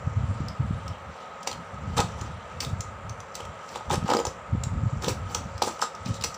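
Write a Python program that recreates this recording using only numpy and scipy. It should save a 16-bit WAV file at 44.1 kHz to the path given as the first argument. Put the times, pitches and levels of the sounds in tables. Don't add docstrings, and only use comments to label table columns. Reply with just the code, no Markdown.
import sys
import numpy as np
from scipy import signal
from scipy.fft import rfft, irfft, next_fast_len
from scipy.io import wavfile
from scipy.ndimage import uniform_filter1d

SR = 44100
rng = np.random.default_rng(int(sys.argv[2]) if len(sys.argv) > 2 else 0)


def persist_wave(psi):
    counts = np.round(np.clip(psi, -1, 1) * 32767).astype(np.int16)
    wavfile.write(sys.argv[1], SR, np.atleast_2d(counts).T)


N = 280917

# start_s, crackle_db, crackle_centre_hz, broad_hiss_re_crackle_db
BLADE_NICKS = [(0.483, -27, 5200, -9), (0.879, -30, 5760, -9.5), (1.429, -32, 5600, -7),
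               (1.473, -17, 6100, -3.5), (1.5134, -21.5, 4300, -11), (1.528, -21.5, 3040, -13),
               (1.9729, -19, 3730, -14), (1.9792, -12, 3800, -10.5), (2.0016, -12, 3950, -9),
               (2.2113, -29.5, 6860, -10), (2.6035, -18.5, 5700, -3.5), (2.647, -24, 3700, -6),
               (2.8058, -22, 6900, -9.5), (3.094, -30, 6160, -9.5), (3.202, -36.5, 6100, -4.5),
               (3.344, -38, 5340, -4), (3.352, -25.5, 6460, -2), (3.4027, -25, 3140, -12),
               (3.4513, -32, 3550, -9), (3.689, -36, 5490, -8), (3.757, -26, 3560, -8),
               (3.897, -24, 3570, -11), (3.909, -16.5, 3570, -12.5), (3.955, -21, 3140, -9),
               (4.0372, -40, 5740, -9), (4.079, -26, 2990, -8), (4.1, -17.5, 2980, -8.5),
               (4.1128, -24, 4900, -9), (4.1345, -19.5, 3950, -5.5), (4.148, -22.5, 6200, -11),
               (4.1677, -21, 4960, -5), (4.1884, -20.5, 3130, -10), (4.1988, -25, 6940, -10),
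               (4.251, -19.5, 7100, -9.5), (4.2667, -25, 6100, -5), (4.6353, -22, 7600, -8),
               (5.0214, -28, 5800, -7), (5.0433, -19, 3730, -9), (5.0821, -19, 4460, -4.5),
               (5.3464, -13.5, 5990, -7.5), (5.578, -29.5, 4850, -10), (5.6187, -18.5, 4900, -7),
               (5.6225, -15.5, 5420, -5.5), (5.679, -26.5, 7520, -6), (5.7088, -32, 5900, -12),
               (5.7914, -32, 3050, -7), (5.8154, -16, 5360, -9.5), (5.824, -26, 7700, -3),
               (5.9493, -37, 5800, -5), (6.0573, -24.5, 5000, -13), (6.074, -31, 3870, -12),
               (6.1409, -32, 7060, -8), (6.21, -26, 4950, -8), (6.222, -26, 3840, -7),
               (6.238, -16.5, 2680, -4), (6.2427, -18.5, 6060, -7), (6.343, -25, 5890, -12)]
NICK_S = .0052


def nicks():
    snaps = fibres(1.55, 2.1)
    crackle = np.zeros(N)
    t = np.arange(4096) / SR
    envelope = np.minimum(t / 0.0017, 1) * np.exp(-(t / NICK_S) ** 2)
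    thin = signal.butter(2, 2400, "high", fs=SR, output="sos")
    for start_s, crackle_db, centre_hz, hiss_db in BLADE_NICKS:
        i = int(start_s * SR)
        burst = envelope[:N - i] * snaps[i:i + len(t)]
        burst[8] += 0.6
        burst *= undb(crackle_db) * np.sqrt(NICK_S * SR / np.sum(burst ** 2))
        hiss = undb(hiss_db) * signal.sosfilt(thin, burst)
        crackle[i:i + len(t)] += hiss + resonate(burst, centre_hz, 0.096 * centre_hz)
    return crackle


# start_s, pressure_turn_s (may fall just outside the stroke), end_s,
# tearing_db, drumming_db, brightness_db_per_octave
BLADE_STROKES = [(1.462, 1.474, 1.54, -33.5, -34.5, -5.5), (1.964, 1.993, 2.038, -26.5, -21, -2.5),
                 (2.165, 2.22, 2.39, -48.5, -41.5, -2), (2.603, 2.613, 2.74, -36.5, -38, 3.5),
                 (3.359, 3.35, 3.45, -38, -44, -5), (3.682, 3.805, 3.78, -40, -39.5, -0.5),
                 (3.899, 3.943, 3.96, -26, -20, -1), (4.054, 4.119, 4.24, -34.5, -24.5, -1),
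                 (4.25, 4.273, 4.31, -40.5, -37, 1), (5.014, 5.045, 5.14, -34.5, -31.5, -2),
                 (5.076, 5.088, 5.154, -32.5, -33, 2), (5.286, 5.344, 5.42, -43.5, -37, 3.5),
                 (5.631, 5.628, 5.76, -30, -29, 3), (5.804, 5.832, 5.88, -32.5, -38.5, 0),
                 (6.037, 6.076, 6.15, -41, -52, -3), (6.13, 6.153, 6.2, -40.5, -54, -3.5),
                 (6.235, 6.244, 6.26, -22.5, -31.5, 3)]
# centre_hz, width_hz, level_db
BOX_PANELS = [(322, 250, -3), (506, 57, 2), (735, 99, -6), (845.5, 65, 2.5), (980, 134, -2.5),
              (1264, 41, 1.5), (1550, 270, -11)]
BITE_DB, EASE_DB = 10.5, 23.5


def strokes():
    t = np.arange(N) / SR
    tear, drum, bright_db = np.zeros(N), np.zeros(N), np.zeros(N)
    for start_s, pressure_turn_s, end_s, tear_db, drum_db, tilt_db in BLADE_STROKES:
        fade = np.clip(np.minimum(t - start_s, end_s - t) / 0.0031, 0, 1)
        pressure_db = np.interp(t, [start_s, pressure_turn_s, end_s], [-BITE_DB, 0, -EASE_DB])
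        pressure = fade * undb(pressure_db)
        tear += undb(tear_db) * pressure
        drum += undb(drum_db) * pressure
        bright_db[fade > 0] = tilt_db
    slips = undb(2.6 * walk(120))
    torn = crunch(tear * slips, 3.8, 60, bright_db)
    torn = colour(torn, [(2000, 0.5), (7000, -1.0), (10000, -1.5), (16000, -0.5)])
    drummed = ring(drum * slips * fibres(2.55, 1.5), BOX_PANELS)
    return torn + drummed


# start_s, peak_db, struck_panel_hz
BOX_JOLTS = [(1.471, -18.5, 770), (1.513, -29, 853), (1.988, -12.5, 790), (2.0, -34, 860),
             (2.005, -17, 770), (3.402, -26, 590), (3.757, -20, 770), (3.807, -27, 810), (3.902, -14, 845),
             (3.932, -16, 519), (4.088, -13.5, 775), (4.102, -12, 810), (4.112, -12, 875),
             (4.119, -12, 487), (4.135, -12.5, 1260), (4.149, -11.5, 420), (4.166, -14, 534),
             (4.189, -17.5, 500), (4.2, -15, 517), (4.25, -17, 786), (4.269, -21.5, 519), (5.039, -28, 990),
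             (5.079, -14, 460), (5.083, -35, 506), (5.349, -23.5, 1270), (5.619, -8.5, 760),
             (5.674, -17, 580), (5.683, -22.5, 1140), (5.795, -26, 1110), (5.822, -11.5, 1260),
             (5.831, -19, 1250), (6.24, -24, 940)]


def knocks():
    out, push = np.zeros(N), np.zeros(8192)
    push[:14] = np.hanning(14)
    for start_s, peak_db, near_hz in BOX_JOLTS:
        i = int(start_s * SR)
        knock = ring(push, near(BOX_PANELS, near_hz, fall_db_per_octave=13.0))[:N - i]
        out[i:i + len(push)] += undb(peak_db) * knock / np.max(np.abs(knock))
    return out


# start_s, level_db, pitch_hz, t60_s
BLADE_PINGS = [(5.678, -42, 7830, 0.073), (5.825, -33, 7520, 0.08), (6.241, -29.5, 5880, 0.06),
               (6.342, -39, 5800, 0.07)]


def pings():
    out, t = np.zeros(N), np.arange(N) / SR
    for start_s, level_db, pitch_hz, t60_s in BLADE_PINGS:
        age_s = np.maximum(t - start_s, 0)
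        decay = undb(level_db - 60 * age_s / t60_s)
        out += decay * np.sin(2 * np.pi * pitch_hz * age_s)
    return out * undb(1.3 * walk(200))


# time_s, level_db
HAND_RUSTLE = [(0, -57), (2.2, -55.5), (3.15, -59), (3.3, -57), (3.75, -53.5), (4.4, -58.5), (5.0, -61),
               (5.3, -51.5), (5.6, -58), (5.77, -51), (5.92, -57.5), (6.1, -50.5), (6.37, -53)]


def rustle():
    time_s, level_db = np.transpose(HAND_RUSTLE)
    rub = crunch(1, 3.7, 8)
    rub = colour(rub, [(2000, -0.5), (3000, 7.5), (5000, -2.0), (7500, 2.0), (16000, -9.0)])
    return undb(np.interp(np.arange(N) / SR, time_s, level_db)) * unit(rub)


ROOM_T60_S, ROOM_DB = 0.23, -7


def room(x):
    t = np.arange(int(.6 * SR)) / SR
    decay = np.exp(-np.log(1000) * t / ROOM_T60_S)
    tail = rng.standard_normal(len(t)) * decay * np.minimum(t / 0.0081, 1)
    tail = colour(tail, [(300, -0.27), (3000, 0.41), (16000, -1.7)])
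    return signal.fftconvolve(x, undb(ROOM_DB) * tail / np.sqrt(np.sum(tail ** 2)))[:N]


# crest_s, level_db, pitch_hz, length_cycles
HARD_EDDIES = [(0.076, -15.0, 110, 1.1), (0.174, -16.0, 101, 2.4), (0.213, -25, 108, 1.7),
               (0.243, -20, 104, 1.2), (0.311, -22.5, 102, 2.6), (0.373, -28, 95, 1.4),
               (0.406, -19, 150, 0.67), (0.42, -23, 119, 1.5), (0.463, -31, 93, 0.8),
               (0.607, -14.5, 122, 1.86), (0.71, -15.5, 143, 1.14), (0.737, -20, 100, 1.4),
               (0.76, -28, 98, 1.5), (0.913, -30.5, 112, 3.4), (1.88, -21.5, 115, 1.3),
               (1.998, -13.5, 131, 0.69), (2.047, -22.5, 130, 0.97), (2.673, -24, 111, 0.9),
               (2.736, -18, 94, 1.2), (2.801, -24.0, 100, 0.8), (3.116, -29.5, 101, 1.8),
               (3.981, -18.5, 117, 0.6), (4.029, -23, 125, 0.8), (4.048, -18.5, 174, 1.5),
               (4.279, -25.5, 88, 1.1), (4.534, -13.5, 112, 1.1), (4.552, -16.5, 152, 0.8),
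               (4.583, -29, 100, 0.9), (4.672, -19.5, 116, 1.1), (4.734, -24, 93, 1.5),
               (4.819, -21, 110, 1.1), (4.838, -17, 122, 1.3), (4.87, -18.5, 110, 2.5),
               (4.934, -18.5, 120, 1.7), (4.974, -24.5, 84, 1.9), (5.078, -21.5, 161, 2.2),
               (5.121, -24.5, 107, 1.8), (5.459, -26.0, 111, 1.1), (5.559, -26, 90, 1.8),
               (6.065, -21.5, 145, 0.88), (6.097, -25, 109, 1.9), (6.147, -30, 110, 0.83)]
CREST_DB = -17


def bumps():
    t, out = np.arange(N) / SR, 0
    for crest_s, level_db, pitch_hz, cycles in HARD_EDDIES:
        turns = (t - crest_s) * pitch_hz
        pulse = np.exp(-(turns / (0.54 * cycles)) ** 2) * np.cos(2 * np.pi * turns)
        crest = undb(CREST_DB) * np.exp(-(turns / 0.5) ** 2) * np.cos(2 * np.pi * 2.08 * turns)
        out = out - undb(level_db) * (pulse + crest)
    return out


# time_s, level_db
BREEZE_GUSTS = [(0, -32.5), (.2, -34), (.45, -28.5), (.55, -38.5), (.7, -33.5), (.93, -39.5), (1.0, -57),
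                (1.1, -37.5), (1.2, -65), (1.6, -50), (1.9, -35.5), (2.38, -40.5), (2.46, -50),
                (2.72, -37.5), (3.2, -40), (3.3, -62), (3.45, -46), (3.7, -62), (3.98, -28), (4.12, -51),
                (4.29, -39.5), (4.43, -54.5), (4.54, -27.5), (4.9, -31), (5.2, -34.5), (5.55, -39),
                (5.9, -64), (6.1, -25.5), (6.3, -47), (6.37, -62)]
FLUTTER_DB, FLUTTER_SWING_DB = -8.5, 4.5
FLUTTER_GROWTH = 0.26


def breeze():
    time_s, level_db = np.transpose(BREEZE_GUSTS)
    lumps = unit(undb(3.74 * walk(25)))
    thump = eddies([(15, -47), (35, -15), (65, -2.0), (100, 0.5), (145, -9.5), (220, -45), (400, -91)])
    flutter = eddies([(80, -48), (150, 1.5), (230, -3.0), (330, -19.5), (480, -26.5), (900, -77)])
    gust_db = np.interp(np.arange(N) / SR, time_s, level_db)
    flutter_db = FLUTTER_DB + FLUTTER_GROWTH * (gust_db + 39) + FLUTTER_SWING_DB * walk(20)
    return undb(gust_db) * lumps * (thump + undb(flutter_db) * flutter)


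# frequency_hz, relative_db
FAN_AIR = [(30, -18), (70, -18.5), (200, -3.5), (330, -12.5), (480, 1), (1000, -2), (1500, -6.5),
           (2200, -10), (4000, -25), (8000, -43), (16000, -30)]
# centre_hz, width_hz, gain_db
FAN_HOUSING = [(169, 16, 2.1), (547.6, 8.4, 4.9), (914, 16.4, 1), (1267, 52.4, 11.46)]
FAN_DB = -41


def fan():
    air = colour(rng.standard_normal(N), FAN_AIR)
    hum = 0
    for centre_hz, width_hz, gain_db in FAN_HOUSING:
        hum = hum + undb(gain_db + 0.49 * walk(35)) * resonate(air, centre_hz, width_hz)
    return undb(FAN_DB + 0.12 * walk(3.0)) * unit(air + hum)


def fibres(spread_db, patchy_db):
    snaps = rng.standard_normal(N) * undb(spread_db * rng.exponential(size=N))
    return unit(snaps * undb(patchy_db * walk(300)))


def crunch(drive, flicker_db, rate_hz, tilt_db=0):
    out = 0
    for hz in 2500 * 2 ** np.arange(0, 2.8, .3):
        gain = undb(flicker_db * walk(rate_hz) + tilt_db * np.log2(hz / 5000))
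        out = out + gain * resonate(drive * fibres(2.6, 3.1), hz, 0.16 * hz)
    return out


def near(modes, near_hz, fall_db_per_octave):
    return [(hz, width_hz, db - fall_db_per_octave * abs(np.log2(hz / near_hz)))
            for hz, width_hz, db in modes]


def eddies(points):
    x = unit(colour(rng.standard_normal(N), points))
    span = int(0.068 * SR)
    power = uniform_filter1d(uniform_filter1d(x ** 2, span), span)
    return unit(x / (0.05 + power) ** .5)


def ring(x, modes):
    power = sum(undb(2 * db) * np.pi * width_hz / SR for _, width_hz, db in modes)
    total = sum((-1) ** k * undb(db) * resonate(x, hz, width_hz)
                for k, (hz, width_hz, db) in enumerate(modes))
    return total / np.sqrt(power)


def resonate(x, hz, width_hz):
    return signal.lfilter(*signal.iirpeak(hz, hz / width_hz, SR), x)


def walk(rate_hz):
    k = int(SR / rate_hz)
    held = np.repeat(rng.standard_normal(N // 100), k)[:N]
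    return unit(uniform_filter1d(uniform_filter1d(held, k), k))


def colour(x, points):
    hz, db = np.transpose(points)
    size = next_fast_len(len(x))
    f = np.maximum(np.arange(size // 2 + 1) * SR / size, 1)
    gain = undb(np.interp(np.log(f), np.log(hz), db))
    return irfft(rfft(x, size) * gain, size)[:len(x)]


def undb(db):
    return 10 ** (np.asarray(db) / 20)


def unit(x):
    return x / np.sqrt(np.mean(x ** 2))


def scene():
    cutting = nicks() + knocks() + pings() + strokes() + rustle()
    return (cutting + room(cutting) + fan() + breeze() + bumps())[None]


# frequency_hz, gain_db
MIC_RESPONSE = [(20, -10), (45, -4), (70, 0), (4000, -1), (6300, 1.5), (6650, -5.5), (7000, 1), (7500, 1.5),
                (8300, -6.5), (10000, -14), (13500, -25), (14900, -11.5), (15400, -10), (15800, -55),
                (17000, -69)]
TOP_HZ = 16800


def record(dry):
    coloured = colour(dry[0], MIC_RESPONSE)[None]
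    low_pass = signal.ellip(8, .2, 70, TOP_HZ, fs=SR, output="sos")
    return signal.sosfilt(low_pass, coloured)


dry = scene()
out = record(dry)
persist_wave(out)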